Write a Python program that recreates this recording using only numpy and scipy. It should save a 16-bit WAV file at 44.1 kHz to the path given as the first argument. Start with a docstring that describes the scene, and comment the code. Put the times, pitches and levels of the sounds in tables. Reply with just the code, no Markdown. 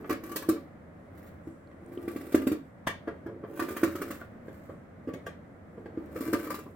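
"""A cat gnaws the flap of a cardboard box in a quiet living room: teeth rasp in bouts, as random fibre ruptures.
Each slip of a tooth crackles, cracks the board and lets the flap spring back with a hollow thump (damped modes).
Jaw snaps, mostly between bouts, are a knock, a clack and a ring of the mouth; a few wet ticks are struck cavities.
A short echo, blended from several random patterns, and a low, slightly wavering hum (filtered noise) surround it."""
import sys
import numpy as np
from scipy import signal
from scipy.fft import rfft, irfft
from scipy.io import wavfile
from scipy.ndimage import uniform_filter1d

SR = 44100
rng = np.random.default_rng(int(sys.argv[2]) if len(sys.argv) > 2 else 0)


def store_wav(level_fs):
    """Save 16-bit WAV to argv[1]."""
    pcm = np.round(np.clip(np.atleast_2d(level_fs), -1, 1) * 32767)
    wavfile.write(sys.argv[1], SR, pcm.T.astype(np.int16))


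N = 297675
TIME = np.arange(N) / SR
HIT = np.arange(SR // 4) / SR  # time axis of one short event, s
LEAD_S = 0.02  # onset of an event on the HIT axis

# Stiff bending modes of the board. Each row: frequency in Hz, relative level in dB, t60 in s.
BOARD_MODES = [(1183.4, 7, 0.081), (1287, 2, 0.036), (1600, -9, 0.03), (1893, -14, 0.059),
               (2282, -12, 0.087), (4380, -27, 0.042)]
# Spectrum of cracking board. Each row: frequency in Hz, relative level in dB.
CRACK_SPECTRUM = [(300, -7.5), (540, 9), (700, 2), (820, -12), (1000, 0), (1300, 5.5), (1650, 5),
                  (2300, -5), (2900, -11.5), (3800, -23), (4450, -15), (5200, -19.5), (7000, -23.5)]
# Spectrum of tearing fibres. Each row: frequency in Hz, relative level in dB.
FIBRE_SPECTRUM = [(1500, -33), (2800, -0.5), (4000, -3), (4450, -2.5), (5000, -3), (6400, -4), (7400, -1),
                  (9500, -2.5), (11500, -1), (13300, 4.5), (15000, 3), (16200, 1.5)]


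def undb(db):
    """Decibels to gain."""
    return 10 ** (np.asarray(db) / 20)


def unit(x):
    """Scale to rms 1."""
    return x / np.sqrt(np.mean(x ** 2))


def burst(x, db, size=441):
    """Scale a short sound so that its loudest hundredth of a second has this rms level."""
    return x * undb(db) / np.sqrt(uniform_filter1d(x ** 2, size).max())


def along(points, hz):
    """Interpolate (Hz, value) points on a log-frequency axis."""
    f, value = np.transpose(points)
    return np.interp(np.log(np.maximum(hz, 1)), np.log(f), value)


def through(x, response):
    """Convolve with an impulse response, keeping the length."""
    return signal.fftconvolve(x, response)[:len(x)]


def colour(x, points, size=4096):
    """Minimum-phase filter with the given (Hz, dB) spectrum, via the folded cepstrum."""
    log_gain = np.log(undb(along(points, np.fft.rfftfreq(size, 1 / SR))))
    cepstrum = irfft(log_gain)
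    cepstrum[1:size // 2] *= 2
    cepstrum[size // 2 + 1:] = 0
    return through(x, irfft(np.exp(rfft(cepstrum))))


def ring(x, modes):
    """Drive exponentially damped sine modes, given as (Hz, dB, t60 s)."""
    response = 0
    for hz, db, t60_s in modes:
        decay = np.exp(-np.log(1000) * HIT / t60_s)
        response = response + undb(db) * np.sin(2 * np.pi * hz * HIT) * decay
    return through(x, response)


def walk(rate_hz):
    """Slow random wander of rms 1: random steps, smoothed twice."""
    k = int(SR / rate_hz)
    steps = np.repeat(rng.standard_normal(N // k + 1), k)
    return unit(uniform_filter1d(uniform_filter1d(steps, k), k)[:N])


def grains(count, per_s, spread_db):
    """Single-sample ruptures at random moments, with random signs and a log-normal spread of size."""
    present = rng.random(count) < per_s / SR
    sign = rng.choice([-1, 1], count)
    return present * sign * undb(spread_db * np.clip(rng.standard_normal(count), -2, 2))


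def swell(rise_s):
    """Envelope of a run of ruptures: crests about 1.4 rise_s after LEAD_S, dies away more slowly."""
    t = np.clip((HIT - LEAD_S) / max(rise_s, 1e-4) - 1, -60, 200)
    return 1 / (np.exp(-1.9 * t) + np.exp(0.62 * t))


def strike(delay_s):
    """One firm contact: a click a few samples wide, delay_s after LEAD_S."""
    return np.maximum(1 - abs(HIT - LEAD_S - delay_s) * SR / 2, 0)


def add(track, s, sound):
    """Mix a sound in at time s."""
    i = max(int(s * SR), 0)
    track[i:i + len(sound)] += sound[:N - i]


def diffuse(count, alike_hz):
    """Stereo noise from all sides: the ears share the bass and differ in the treble."""
    mid, side = rfft(rng.standard_normal((2, count)))
    alike = 1 / (1 + (np.fft.rfftfreq(count, 1 / SR) / alike_hz) ** 2) ** 2
    shared = mid * np.sqrt((1 + alike) / 2)
    opposed = np.array([[1], [-1]]) * side * np.sqrt((1 - alike) / 2)
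    return irfft(shared + opposed, count)


def background(level_db=-49.5, waver_db=1.0, waver_hz=5.05):
    """Low hum of a quiet home: diffuse coloured noise, slightly wavering in level."""
    # Room at rest. Each row: frequency in Hz, relative level in dB per Hz.
    quiet_spectrum = [(25, -15.5), (55, -12), (84, 4), (122, -3.5), (170, 1.5), (285, -2), (380, -9),
                      (600, -5.5), (880, -17), (1200, -15.5), (2050, -20.5), (2700, -34.5), (4800, -45),
                      (16000, -51.5)]
    air = np.array([colour(side, quiet_spectrum) for side in diffuse(N, 720)])
    return unit(air) * undb(level_db + waver_db * walk(waver_hz))


def fur(level_db=-82, wander_db=3):
    """Coat and whiskers brush faintly: dense coloured grains, wandering in level."""
    brush = colour(grains(N, 1800, 2.1), [(1500, -1), (3500, -13.0), (8000, 6.0), (15000, -4.5)])
    return unit(brush) * undb(level_db + wander_db * walk(9))


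def flap(force, swing_hz, swing_db=3, swing_t60_s=0.08):
    """Flap swings briefly at the grip's pitch and rings the box; too small to radiate deep bass."""
    # Hollow box behind the flap. Each row: frequency in Hz, relative level in dB, t60 in s.
    box_modes = [(214, -14, 0.24), (270.2, -15.5, 0.46), (320.7, -2, 0.097), (372, -14.5, 0.047),
                 (434, -5, 0.076), (516, -22.5, 0.047), (562, -21.5, 0.47)]
    swing = ring(force, box_modes + [(swing_hz, swing_db, swing_t60_s)])
    return colour(swing, [(35, -52.5), (85, -3.0), (160, -15.5), (250, -1.5)])


def spell(grip_s, release_s, db, slopes):
    """Gain that builds up to the grip, holds, and fades after the release, linearly in dB."""
    before_s = np.maximum(grip_s - TIME, 0)
    after_s = np.maximum(TIME - release_s, 0)
    return undb(db - slopes[0] * before_s - slopes[1] * after_s)


def gnawing(ruptures_per_s=600, rupture_spread_db=5.5, fits_per_s=60, fits_db=2.5, tugs_per_s=900):
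    """Teeth drag over the paper in fits and starts: a fine rasp that also shakes board and flap."""
    # Steady gnawing. Each row: grip in s, release in s, relative rasp level in dB, flap shudder level in dB.
    bouts = [(0.004, 0.114, -71.5, -42.5), (0.257, 0.5, -62, -45), (1.2, 1.26, -66.5, -54),
             (1.878, 2.056, -74.5, -50.5), (2.116, 2.467, -60, -41), (3.445, 3.597, -84, -48.5),
             (3.595, 4.12, -56.5, -41), (4.483, 4.637, -75, -63.5), (5.992, 6.094, -82, -48),
             (6.205, 6.537, -55, -38.5)]
    # The cat leans on the flap before its teeth grip: build-up in dB per s, fade in dB per s.
    rasp_slopes = (230, 142)
    # The same for the flap's shudder: build-up in dB per s, fade in dB per s.
    shudder_slopes = (56, 260)
    rasp = sum(spell(grip_s, release_s, db, rasp_slopes) for grip_s, release_s, db, _ in bouts)
    shudder = sum(spell(grip_s, release_s, db, shudder_slopes) for grip_s, release_s, _, db in bouts)
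    stick_slip = undb(fits_db * walk(fits_per_s))
    ruptures = grains(N, ruptures_per_s, rupture_spread_db) * stick_slip
    fibres = undb(6.5) * unit(colour(ruptures, FIBRE_SPECTRUM))
    cracking = undb(5.5) * unit(colour(ruptures, CRACK_SPECTRUM))
    ringing = undb(-3) * unit(ring(ruptures, BOARD_MODES))
    tugs = grains(N, tugs_per_s, 0.8)  # small and even
    return rasp * (fibres + cracking + ringing) + shudder * unit(flap(tugs, 335.0))


def cavity(hz, cycles=32, db=8):
    """Mouth resonance that moves with the opening; soft tissue damps it by 60 dB in 32 cycles."""
    return [(hz, db, cycles / hz)]


def snaps(again_s=0.015, again_db=-10, firm_knock_db=1, firm_mouth_db=11):
    """Teeth meet firmly amid lighter touches: knock, clack, mouth ring; higher is quicker and brighter."""
    # Jaw snaps. Each row: start in s, knock level in dB, clack level in dB, clack pitch as a ratio,
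    # level in dB of each of two equal mouth rings, mouth cavity in Hz.
    snap_events = [(0.039, -43, -48.5, 0.75, -51.5, 1420), (1.708, -50, -63, 0.72, -57.5, 1140),
                   (2.868, -31, -26, 1.061, -30, 1140), (3.073, -33, -40, 0.79, -46, 990),
                   (3.259, -34, -44.5, 0.8, -54, 740), (3.282, -36, -51, 0.56, -61, 530),
                   (3.433, -32.5, -46, 0.69, -54.5, 1160), (4.209, -42.5, -49, 0.74, -50.5, 1440),
                   (4.478, -38, -52, 0.97, -61, 690), (4.688, -36, -44, 0.66, -59.5, 508),
                   (5.134, -34, -52, 1.174, -50, 2200), (5.263, -35.5, -44, 1.083, -41.5, 1620),
                   (5.772, -37, -54, 0.58, -62, 490), (5.855, -38.5, -54, 0.93, -52, 840),
                   (6.658, -40, -55, 0.61, -60, 1150)]
    # Dull knock. Each row: frequency in Hz, relative level in dB.
    knock_spectrum = [(30, -46), (60, -23), (100, 0), (150, -5), (240, -2), (450, 2), (620, -10),
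                      (850, -33), (1500, -73)]
    # Clack at pitch 1. Each row: frequency in Hz, relative level in dB.
    clack_spectrum = [(450, -36.5), (750, 11), (1000, 8), (1400, -2), (1700, 9), (2300, -2.5),
                      (3200, -17.5), (4500, -34), (8000, -37)]
    # Bright edge of the contact. Each row: frequency in Hz, relative level in dB.
    edge_spectrum = [(1800, -15), (3200, 8.5), (4300, 0), (7400, -1), (10500, -2.5), (14000, -4),
                     (16000, -5)]
    # Teeth and mouth. Each row: frequency in Hz, relative level in dB, t60 in s.
    mouth_modes = [(692, 7, 0.047), (862, 1.5, 0.035), (1164, 7, 0.053), (1621, 5.5, 0.034),
                   (1857, -0.5, 0.042), (3080, -9, 0.023), (4260, -13.5, 0.017)]
    out = np.zeros(N)
    for s, knock_db, clack_db, pitch, mouth_db, cavity_hz in snap_events:
        rise_s = 0.0036 / pitch ** 1.4  # lower, fleshier contacts take longer
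        edge_db = clack_db - 10.5 + 45 * np.log2(pitch)  # 45 dB per octave of pitch
        contact, firm = swell(rise_s), strike(rise_s)
        # the jaw settles with a second, softer touch
        second = undb(again_db) * np.interp(HIT - again_s, HIT, swell(2 * rise_s))
        settle = swell(rise_s / 2) + second
        knock = colour(settle * grains(len(HIT), 2700, 1) + undb(firm_knock_db) * firm, knock_spectrum)
        touches = contact * grains(len(HIT), 3000, 7.1)
        mouth = ring(touches + undb(firm_mouth_db) * firm, mouth_modes + cavity(cavity_hz))
        clack = colour(touches, [(hz * pitch, db) for hz, db in clack_spectrum])
        edge = colour(contact * grains(len(HIT), 6300, 6.2), edge_spectrum)
        snap = burst(knock, knock_db) + burst(clack, clack_db) + burst(edge, edge_db)
        add(out, s - LEAD_S, snap + 2 * burst(mouth, mouth_db))
    return out


def bites(tear_rise_s=0.0033, push_rise_s=0.00063, board_db=-15.5, board_db_per_crack_db=0.67):
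    """A tooth tears a run of fibres, the board cracks and rings, and the released flap swings."""
    # Teeth slipping on the flap. Each row: start in s, flap thump level in dB, fibre tear level in dB,
    # crack level in dB, swing of the flap in Hz.
    bite_events = [(0.093, -29, -40.5, -32, 333), (0.104, -21, -38.5, -32, 336),
                   (0.123, -24.5, -42, -38, 320), (0.234, -36.5, -45, -48.5, 344),
                   (0.29, -48, -47, -47, 332), (0.314, -34, -40.5, -41.5, 328),
                   (0.358, -32.5, -26.5, -36.5, 411), (0.421, -37, -44, -43.5, 316),
                   (0.487, -15.5, -30, -33, 337), (0.496, -32, -54, -51, 330),
                   (0.558, -31.5, -69, -50, 292), (1.471, -32, -64.5, -57.5, 326),
                   (1.918, -35, -64, -58, 336), (1.973, -30, -76, -54.5, 357),
                   (2.077, -25.5, -47, -43.5, 324), (2.159, -24.5, -47, -45.5, 320),
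                   (2.208, -40, -54, -49, 332), (2.322, -35, -41, -43.5, 340), (2.344, -9.5, -30, -26, 331),
                   (2.416, -29, -47, -42, 288), (2.468, -17, -34, -33.5, 269),
                   (2.515, -18.5, -41, -39, 307), (3.073, -29, -73, -51, 322),
                   (3.259, -36.5, -61, -71, 327), (3.593, -28.5, -38, -31, 310),
                   (3.62, -26.5, -44, -41.5, 324), (3.684, -33, -43, -41.5, 342),
                   (3.705, -32, -45, -46, 363), (3.764, -32, -37.5, -36.5, 330),
                   (3.831, -14.5, -29, -27.5, 333), (3.874, -26.5, -46, -46, 320),
                   (3.952, -29, -39, -42.5, 342), (4.015, -29.5, -37, -36.5, 402),
                   (4.103, -34.5, -42.5, -44.5, 270), (5.073, -27, -75, -51, 289),
                   (5.085, -29, -66, -49.5, 471), (5.973, -25, -78, -56, 332.5),
                   (6.159, -31.5, -51, -43.5, 490), (6.206, -27.5, -42.5, -48, 280),
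                   (6.266, -32, -59, -61, 293), (6.282, -26.5, -63, -61, 345),
                   (6.329, -21.5, -33, -29.5, 356), (6.338, -20.5, -49, -36.5, 286),
                   (6.467, -32, -45.5, -44, 343), (6.501, -43, -35, -32, 323),
                   (6.541, -33, -38.5, -40, 339), (6.586, -38.5, -46.5, -48, 435)]
    out = np.zeros(N)
    for s, thump_db, tear_db, crack_db, swing_hz in bite_events:
        tear = swell(tear_rise_s)
        ring_db = board_db + board_db_per_crack_db * crack_db
        release = -np.gradient(swell(push_rise_s))
        push = release + undb(-30) * tear * grains(len(HIT), 1100, 5.9)
        cracks = tear * grains(len(HIT), 2400, 4.6)
        # every grip stiffens the board a little differently
        stiffness = 1 + 0.017 * rng.standard_normal()
        board = ring(cracks, [(hz * stiffness, db, t60_s) for hz, db, t60_s in BOARD_MODES])
        fibres = colour(tear * grains(len(HIT), 2000, 4), FIBRE_SPECTRUM)
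        crack = burst(colour(cracks, CRACK_SPECTRUM), crack_db)
        crunch = crack + burst(board, ring_db) + burst(fibres, tear_db)
        add(out, s - LEAD_S, burst(flap(push, swing_hz), thump_db) + crunch)
    return out


def smacks():
    """Films of saliva pop and ring a tiny cavity, which dies by 60 dB in 17 cycles."""
    # Small wet ticks. Each row: start in s, level in dB, pitch in Hz.
    tick_events = [(1.673, -75, 4240), (1.862, -69, 9050), (1.975, -59, 3080)]
    out = np.zeros(N)
    for s, db, hz in tick_events:
        pop = ring(strike(0.001), [(hz, 0, 17 / hz)])
        tick = colour(pop, [(hz / 2, -16), (hz, 0), (2 * hz, -16)])
        add(out, s - LEAD_S, burst(tick, db))
    return out


def room(dry, lag_s=0.000052, bounce_s=0.0079, bounce_db=-11, near_db=0.5, near_s=0.0039, far_db=-6):
    """Direct sound a little from the right, a wall bounce, scatter from box and table, then the tail."""
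    # Decay of the room. Each row: frequency in Hz, t60 in s.
    decay_bands = [(150, 0.24), (400, 0.28), (1200, 0.19), (3500, 0.3), (8000, 0.18), (15000, 0.19)]
    # Right side against left, by pitch. Each row: frequency in Hz, level difference in dB.
    lean = [(550, 0.3), (1100, -0.3), (2200, -2.9), (4200, 2), (14000, 0.6)]
    t = np.arange(SR // 2) / SR
    hz = np.fft.rfftfreq(len(t), 1 / SR)
    late_s = np.array([[lag_s], [0]])  # left, right
    # the cat's head shades the direct treble
    direct = np.exp(-2j * np.pi * hz * late_s) * undb(along([(900, -1.34), (6000, -10.0)], hz))
    bounce = undb(bounce_db) * np.exp(-2j * np.pi * hz * (bounce_s - late_s))
    scatter = undb(near_db) * rfft(diffuse(len(t), 1900) * np.exp(-t / near_s))
    scatter = scatter * np.sqrt(2 / (near_s * SR))
    # mainly short waves bounce and scatter off the things nearby
    early = (bounce + scatter) * hz ** 2 / (hz ** 2 + 1000 ** 2)
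    noise = rfft(diffuse(len(t), 1100))
    centres_hz = np.array(decay_bands)[:, 0]
    onset = 1 - np.exp(-(t / 0.0044) ** 2)
    tail = 0
    for share, (_, t60_s) in zip(np.eye(len(decay_bands)), decay_bands):
        band = irfft(noise * along(np.c_[centres_hz, share], hz), len(t))
        tail = tail + band * np.exp(-np.log(1000) * t / t60_s) * onset
    tail_db = along([(330, -2.0), (600, 3.0), (3000, 5.0), (8000, 4.0), (14000, -1.0)], hz)
    tail = rfft(unit(tail)) / np.sqrt(len(t)) * undb(far_db + tail_db)
    shade = undb(np.array([[-1], [1]]) / 2 * along(lean, hz))
    response = irfft((direct + early + tail) * shade, len(t))
    response = np.roll(response, 16, axis=1)  # keeps the filter's pre-ringing ahead of the direct sound
    return np.array([through(dry, r[:-len(t) // 10]) for r in response])


def shifting(dry, count=14):
    """The cat keeps moving its head, so the reflections blend from one random pattern into the next."""
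    place = TIME / TIME[-1] * (count - 1)
    out = np.zeros((2, N))
    for k in range(count):
        near = np.flatnonzero(abs(place - k) < 1)
        fade = np.cos(np.pi / 2 * (place[near] - k)) ** 2
        heard = room(np.pad(dry[near] * fade, (0, SR // 2)))
        for side in range(2):
            add(out[side], TIME[near[0]], heard[side])
    return out


def scene(cat_db=-2.5, right_db=0.48):
    """Cat and box in the room, ticks mostly dry, and the hum; the right side is right_db louder."""
    ticks = smacks()
    cat = bites() + gnawing() + snaps() + fur() + undb(-7) * ticks
    mix = undb(cat_db) * shifting(cat) + ticks + background()
    return mix * undb(np.array([[-1], [1]]) / 2 * right_db)


def record(dry, top_hz=15900):
    """Steep elliptic low-pass that cuts the top."""
    return signal.sosfilt(signal.ellip(10, 0.2, 80, top_hz, fs=SR, output="sos"), dry)


dry = scene()
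out = record(dry)
store_wav(out)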